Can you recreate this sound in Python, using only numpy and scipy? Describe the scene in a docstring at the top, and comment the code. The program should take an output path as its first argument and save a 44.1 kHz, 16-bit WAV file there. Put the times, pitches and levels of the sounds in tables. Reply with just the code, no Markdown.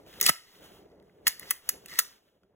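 """Air rifle action in a small workshop

The steel action of an air rifle is worked close by: noise bursts ring modes of small parts and housing as clicks,
gritty noise rings the same modes as bolt scrape, and sinking sines knock on the stock.
Coloured noise makes the hands rubbing over stock and metal and the low hum, which dips after loud hits; decaying
noise tails are the room's answer. The two channels carry nearly the same sound, turned in phase against each other."""
import sys
import numpy as np
from scipy import signal
from scipy.fft import rfft, irfft, next_fast_len
from scipy.io import wavfile
from scipy.ndimage import map_coordinates

SR = 44100
rng = np.random.default_rng(int(sys.argv[2]) if len(sys.argv) > 2 else 0)


def gain_from_db(level_db):
    """Turn a decibel level (scalar or array-like) into a linear amplitude factor."""
    decades = np.asarray(level_db, float) / 20
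    return 10 ** decades


def wav_out(sig):
    """Save sig, one row per channel (or a flat mono array), as 16-bit PCM at SR to the path in sys.argv[1]."""
    wavfile.write(sys.argv[1], SR, np.round(np.clip(np.atleast_2d(sig).T, -1, 1) * 32767).astype(np.int16))


N = 112454


def unit(x):
    """Scale to rms 1."""
    return x / np.sqrt(np.mean(x ** 2) + 1e-20)


def along(points, hz):
    """Interpolate (frequency [Hz], value) points on a log frequency axis."""
    point_hz, value = np.transpose(points)
    return np.interp(np.log(hz + 1), np.log(point_hz + 1), value)


def curves(rows):
    """One value per sample for each column after the time."""
    time_s, *columns = np.transpose(rows)
    return [np.interp(np.arange(N) / SR, time_s, column) for column in columns]


def wobble(rate_hz):
    """Smooth random curve through rate_hz knots a second."""
    knots = rng.standard_normal(int(N * 2000 / SR) + 4)
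    return map_coordinates(knots, [np.arange(N) * rate_hz / SR])


def filtered(x, response):
    """Multiply the spectrum of x by a complex response of frequency."""
    length = x.shape[-1]
    size = next_fast_len(length + 4096)
    spectrum = rfft(x, size) * response(np.fft.rfftfreq(size, 1 / SR))
    return irfft(spectrum, size)[..., :length]


def resonances(modes, extra_db):
    """Causal response of parallel second-order modes with alternating sign."""
    def response(f):
        total = 0
        for k, ((centre, width, db), extra) in enumerate(zip(modes, extra_db)):
            band = 1j * f * width
            total = total + (-1) ** k * gain_from_db(db + extra) * band / (centre ** 2 - f ** 2 + band)
        return total
    return response


def noise(rows, spectrum, flutter_db, rate_hz):
    """Coloured noise on a level curve, fluttering at random."""
    level_db, = curves(rows)
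    colour = unit(filtered(rng.standard_normal(N), lambda hz: gain_from_db(along(spectrum, hz))))
    return gain_from_db(level_db + flutter_db * wobble(rate_hz)) * colour


# low room noise, dipping after loud hits: (time [s], level [dB])
HUM_LEVEL = [(0, -55.5), (.1, -59), (.19, -52), (.29, -47), (.33, -76), (.5, -71), (.62, -59), (.72, -56),
             (.85, -57), (1.02, -59.5), (1.1, -64), (1.25, -57.5), (1.38, -68.5), (1.43, -55),
             (1.51, -61.5), (1.56, -78), (1.68, -64.5), (1.75, -55.5), (1.83, -61.5), (1.95, -59),
             (2.03, -70), (2.2, -73.5), (2.55, -69.5)]
# its relative spectrum: (frequency [Hz], density [dB per Hz])
HUM_SPECTRUM = [(15, -42.5), (30, -14.5), (60, -6.5), (130, -9.5), (185, -2.5), (240, -10.5), (325, -3.5),
                (360, -7), (410, 1), (460, -5.5), (620, -8.5), (1100, -23.5), (2000, -29.5), (3200, -37),
                (6000, -54.5), (16000, -50.5)]


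def hum():
    """Low room noise, strongest in the low hundreds of Hz; its level dips after loud hits."""
    return noise(HUM_LEVEL, HUM_SPECTRUM, flutter_db=1.5, rate_hz=30)


# hands on stock and metal: (time [s], level [dB])
RUB_LEVEL = [(0, -67.5), (.05, -70.5), (.08, -58), (.19, -52.5), (.3, -65.5), (.52, -63), (.57, -59),
             (.66, -56), (.79, -61.5), (.84, -74), (1.0, -94), (1.04, -77), (1.2, -77), (1.35, -64),
             (1.47, -53), (1.62, -62.5), (1.68, -53), (1.83, -66.5), (1.9, -58), (2.12, -59.5), (2.17, -68),
             (2.21, -76.5), (2.28, -71), (2.33, -80), (2.55, -90.5)]
# their relative spectrum: (frequency [Hz], density [dB per Hz])
SKIN_SPECTRUM = [(700, -0.5), (1400, 1.5), (2300, -3), (3200, 3.5), (4500, -4), (7000, -7), (10000, -8.5),
                 (15500, -5)]


def rub():
    """Skin friction over stock and metal: broadband noise that weakens in the treble."""
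    return noise(RUB_LEVEL, SKIN_SPECTRUM, flutter_db=1.5, rate_hz=25)


# steel parts striking:
# (time [s], crack level [dB], crack focus [Hz], hollow ring over crack [dB], hollow focus [Hz])
STRIKES = [(0.0634, -57, 3500, 6, 2760), (0.1283, -53, 3500, 8.5, 2630), (0.1391, -50, 3500, 8.5, 2500),
           (0.2006, -28, 4040, -5, 2000), (.2114, -5.5, 7560, -15, 2465), (.215, -21.5, 6900, -2, 1113),
           (0.2273, -13.5, 6984, -17.5, 2050), (0.2336, -17.5, 7000, -14.5, 2027),
           (0.2399, -16.5, 7110, -16.5, 2002), (.2482, -21, 7500, -12, 2000), (.2575, -18, 6300, -14, 2500),
           (.26, -17, 6300, -14, 2500), (.2634, -3, 8400, -8, 2850), (.2888, -13, 8000, 1, 2300),
           (.2915, -14, 8000, 4, 2000), (.2932, -5, 11000, -6, 1900), (.2962, -14, 9000, -1, 1000),
           (.9168, -68, 3500, 9, 2100), (0.9993, -71.5, 3500, 15, 1984), (1.025, -60.5, 9050, -1.5, 1976),
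           (1.095, -74.5, 3500, 16.5, 1780), (1.2663, -47, 4320, 7, 2030), (1.2682, -11.5, 4400, 1, 1900),
           (1.27, -8, 4400, -5.5, 1820), (1.2717, -18.5, 5000, 3, 1810), (1.2776, -3, 11800, -19.5, 1960),
           (1.2798, -11.5, 6840, -10, 1960), (1.2815, -18.5, 13500, -16, 1870),
           (1.3952, -24, 11000, -19, 1950), (1.429, -51.5, 3500, 15.5, 1907), (1.5026, -32, 7000, -6, 2000),
           (1.5072, -8, 10000, -15, 2000), (1.5082, -12, 15000, -12, 2000), (1.5102, -15, 9700, -3, 2000),
           (1.6897, -10, 12100, -14, 2300), (1.6907, -13, 6800, -12, 1500),
           (1.693, -12, 12300, -14.5, 1850), (1.8591, -34, 8400, -5, 2670),
           (1.8828, -39, 4550, -10.5, 2700), (1.987, -21, 4500, -4, 1900), (1.9893, -5, 9700, -10, 1900),
           (1.9918, -11, 6300, -11, 1600), (1.9929, -8, 9150, -18.5, 1680), (1.9982, -13, 4580, -9.5, 1550),
           (2.433, -66.5, 5010, 8.5, 1200)]
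# hollow ring of the housing: (frequency [Hz], width [Hz], level [dB])
HOUSING_MODES = [(808, 390, -9.5), (1320, 290, 4), (1554, 570, -1), (1982, 210, 2), (2330, 360, -10.5),
                 (2710, 690, -2)]
# small steel parts: (frequency [Hz], width [Hz], level [dB])
STEEL_MODES = [(3500, 980, -6.5), (4400, 750, 3), (5530, 1800, 1.5), (6380, 1200, 3), (7420, 1300, -2),
               (8200, 810, 1), (9270, 1300, -1.5), (10480, 1200, -0.5), (12310, 320, 1.5),
               (13500, 1100, -1.5), (15100, 2700, 1.2)]
RISE_S, SNAP_T60_S = 0.00011, 0.011
RATTLE_T60_S, RATTLE_DB = 0.05, -17.5
FOCUS_OCT, CRACK_FOCUS_DB, HOLLOW_FOCUS_DB, MODE_SCATTER_DB = .3, 8, 11, 1.5


def struck(blow, modes, focus_hz, focus_db):
    """Modes rung by a blow, those near focus_hz favoured; peak 1."""
    octaves = np.log2(np.transpose(modes)[0] / focus_hz)
    favour_db = focus_db * np.exp(-.5 * (octaves / FOCUS_OCT) ** 2)
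    scatter_db = MODE_SCATTER_DB * rng.standard_normal(len(modes))
    ring = filtered(blow, resonances(modes, favour_db + scatter_db))
    return ring / abs(ring).max()


def clicks():
    """Each strike, a sharp noise burst then a weaker rattle, rings small parts and housing."""
    out, t = np.zeros(N + SR), np.arange(4096) / SR
    decay = gain_from_db(-60 * t / SNAP_T60_S) + gain_from_db(RATTLE_DB - 60 * t / RATTLE_T60_S)
    shape = (1 - np.exp(-t / RISE_S)) * decay
    for time_s, db, crack_hz, hollow_db, hollow_hz in STRIKES:
        blow = rng.standard_normal((2, len(t))) * shape
        crack = struck(blow[0], STEEL_MODES, crack_hz, CRACK_FOCUS_DB)
        hollow = struck(blow[1], HOUSING_MODES, hollow_hz, HOLLOW_FOCUS_DB)
        out[round(time_s * SR):][:len(t)] += gain_from_db(db) * (crack + gain_from_db(hollow_db) * hollow)
    return out[:N]


# room decay: (frequency [Hz], T60 [s])
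ROOM_T60 = [(200, 0.083), (1500, 0.31), (5000, 0.33), (15000, 0.21)]
ROOM_DB = -16.5


def tail():
    """Room answer of energy 1: noise whose frequencies each die at their own speed."""
    hz, t, bins = signal.stft(rng.standard_normal(SR // 2), SR, nperseg=256)
    decay = gain_from_db(-60 * t / along(ROOM_T60, hz)[:, None])
    answer = signal.istft(bins * decay, SR, nperseg=256)[1]
    return answer / np.linalg.norm(answer)


def workshop(x):
    """Four random room tails, alike in decay, take turns on successive stretches of sound."""
    stretch = (np.arange(N) // 8000) % 4
    return sum(signal.fftconvolve(x * (stretch == k), tail())[:N] for k in range(4))


# bolt scraping in its guide: (time [s], level [dB], hollow ring over hiss [dB])
SCRAPE_LEVEL = [(.195, -75, -4), (.212, -38, -6), (.225, -38, -6), (.252, -34, -8), (.262, -27, -10),
                (.272, -26, -6), (.29, -23, -3), (.299, -27, -2), (.304, -60, -2), (1.24, -90, -3),
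                (1.262, -52, -3), (1.275, -30, -4), (1.29, -40, -3), (1.33, -60, -2), (1.40, -62, -1),
                (1.43, -52, 3), (1.45, -60, -1), (1.50, -48, -2), (1.53, -55, -2), (1.6, -80, -3),
                (1.87, -75, -4), (1.885, -51, -5), (1.92, -49, 2), (1.97, -48, 1), (1.982, -42, -2),
                (1.992, -34, -9), (2.01, -43, -10), (2.07, -100, -9)]
GRIT_DB, GRIT_RATE_HZ = 1.8, 500


def scrape():
    """Gritty friction rings the small parts and the housing, mostly its mode near 2 kHz."""
    level_db, hollow_db = curves(SCRAPE_LEVEL)
    grit = rng.standard_normal((2, N)) * gain_from_db(GRIT_DB * wobble(GRIT_RATE_HZ))
    hiss = unit(filtered(grit[0], resonances(STEEL_MODES, -1.1 * np.arange(len(STEEL_MODES)))))
    hollow = unit(filtered(grit[1], resonances(HOUSING_MODES, [-4.5, -1.5, 0.5, 7, -0.5, -3.5])))
    return gain_from_db(level_db) * (hiss + gain_from_db(hollow_db) * hollow)


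# soft knocks on the stock: (time [s], level [dB], start above END_HZ [Hz])
KNOCKS = [(.2935, -22, 800), (0.2953, -26, 234.5), (1.275, -44, 130), (1.505, -55, 131),
          (1.991, -34.5, 595)]
SINK_S, END_HZ = 0.0094, 48.6
T60_AT_200_HZ_S = 0.044


def thud():
    """Each knock is a sine that sinks in pitch and dies, sooner the higher it starts."""
    out = np.zeros(N)
    for time_s, db, drop_hz in KNOCKS:
        t = np.maximum(np.arange(N) / SR - time_s, 0)
        cycles = drop_hz * SINK_S * (1 - np.exp(-t / SINK_S)) + END_HZ * t
        level_db = db - 60 * t * np.sqrt(drop_hz / 200) / T60_AT_200_HZ_S
        out += gain_from_db(level_db) * np.sin(2 * np.pi * cycles)
    return out


SMALL_HZ = 800


def small_parts(x):
    """Small parts radiate little low sound: two first-order high-passes at SMALL_HZ."""
    return filtered(x, lambda hz: (1j * hz / (SMALL_HZ + 1j * hz)) ** 2)


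# depth of the phase flicker between channels: (frequency [Hz], depth [dB])
FLICKER_DEPTH = [(30, -25), (120, -19.5), (300, -10.5), (700, -3), (2500, -7.5), (5000, -21.5),
                 (15000, -23.5)]


def phase_flicker(mono):
    """Quadrature part under a random curve, added left and subtracted right."""
    other = filtered(mono * wobble(rate_hz=150), lambda hz: 1j * gain_from_db(along(FLICKER_DEPTH, hz)))
    return np.array([mono + other, mono - other])


def scene():
    """Rifle, room, hands and hum in two channels."""
    rifle = small_parts(clicks() + scrape()) + thud()
    mono = rifle + gain_from_db(ROOM_DB) * workshop(rifle) + rub() + hum()
    return phase_flicker(mono)


def low_pass(x):
    """Removes everything above the highest recorded frequency."""
    return signal.sosfilt(signal.butter(12, 16970, fs=SR, output="sos"), x)


# left leading right: (frequency [Hz], phase [rad])
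PHASE_LEAD = [(0, 0), (700, -.6), (1300, -.6), (1700, .6), (3000, 1.3), (4000, 2.3), (4700, 3.14),
              (8900, 9.42), (13200, 15.7), (15500, 19), (17000, 18.7)]
# left over right: (frequency [Hz], level [dB])
LEFT_LEAN = [(30, -3.4), (80, -4.6), (160, -3.1), (300, -.7), (600, 1.4), (1200, -.1)]
# band limit: (frequency [Hz], level [dB])
BAND_LIMIT = [(15400, 0), (15900, -6), (16500, -24), (17000, -55), (20000, -75)]


def record(dry):
    """Turn the channels in phase, lean their levels apart and limit the band."""
    def response(hz):
        lead = np.interp(hz, *np.transpose(PHASE_LEAD))
        turn = np.exp(.5j * np.outer([1, -1], lead))
        lean = gain_from_db(np.outer([.5, -.5], along(LEFT_LEAN, hz)))
        return gain_from_db(along(BAND_LIMIT, hz)) * turn * lean
    mix = filtered(dry, response)
    return low_pass(mix)


dry = scene()
out = record(dry)
wav_out(out)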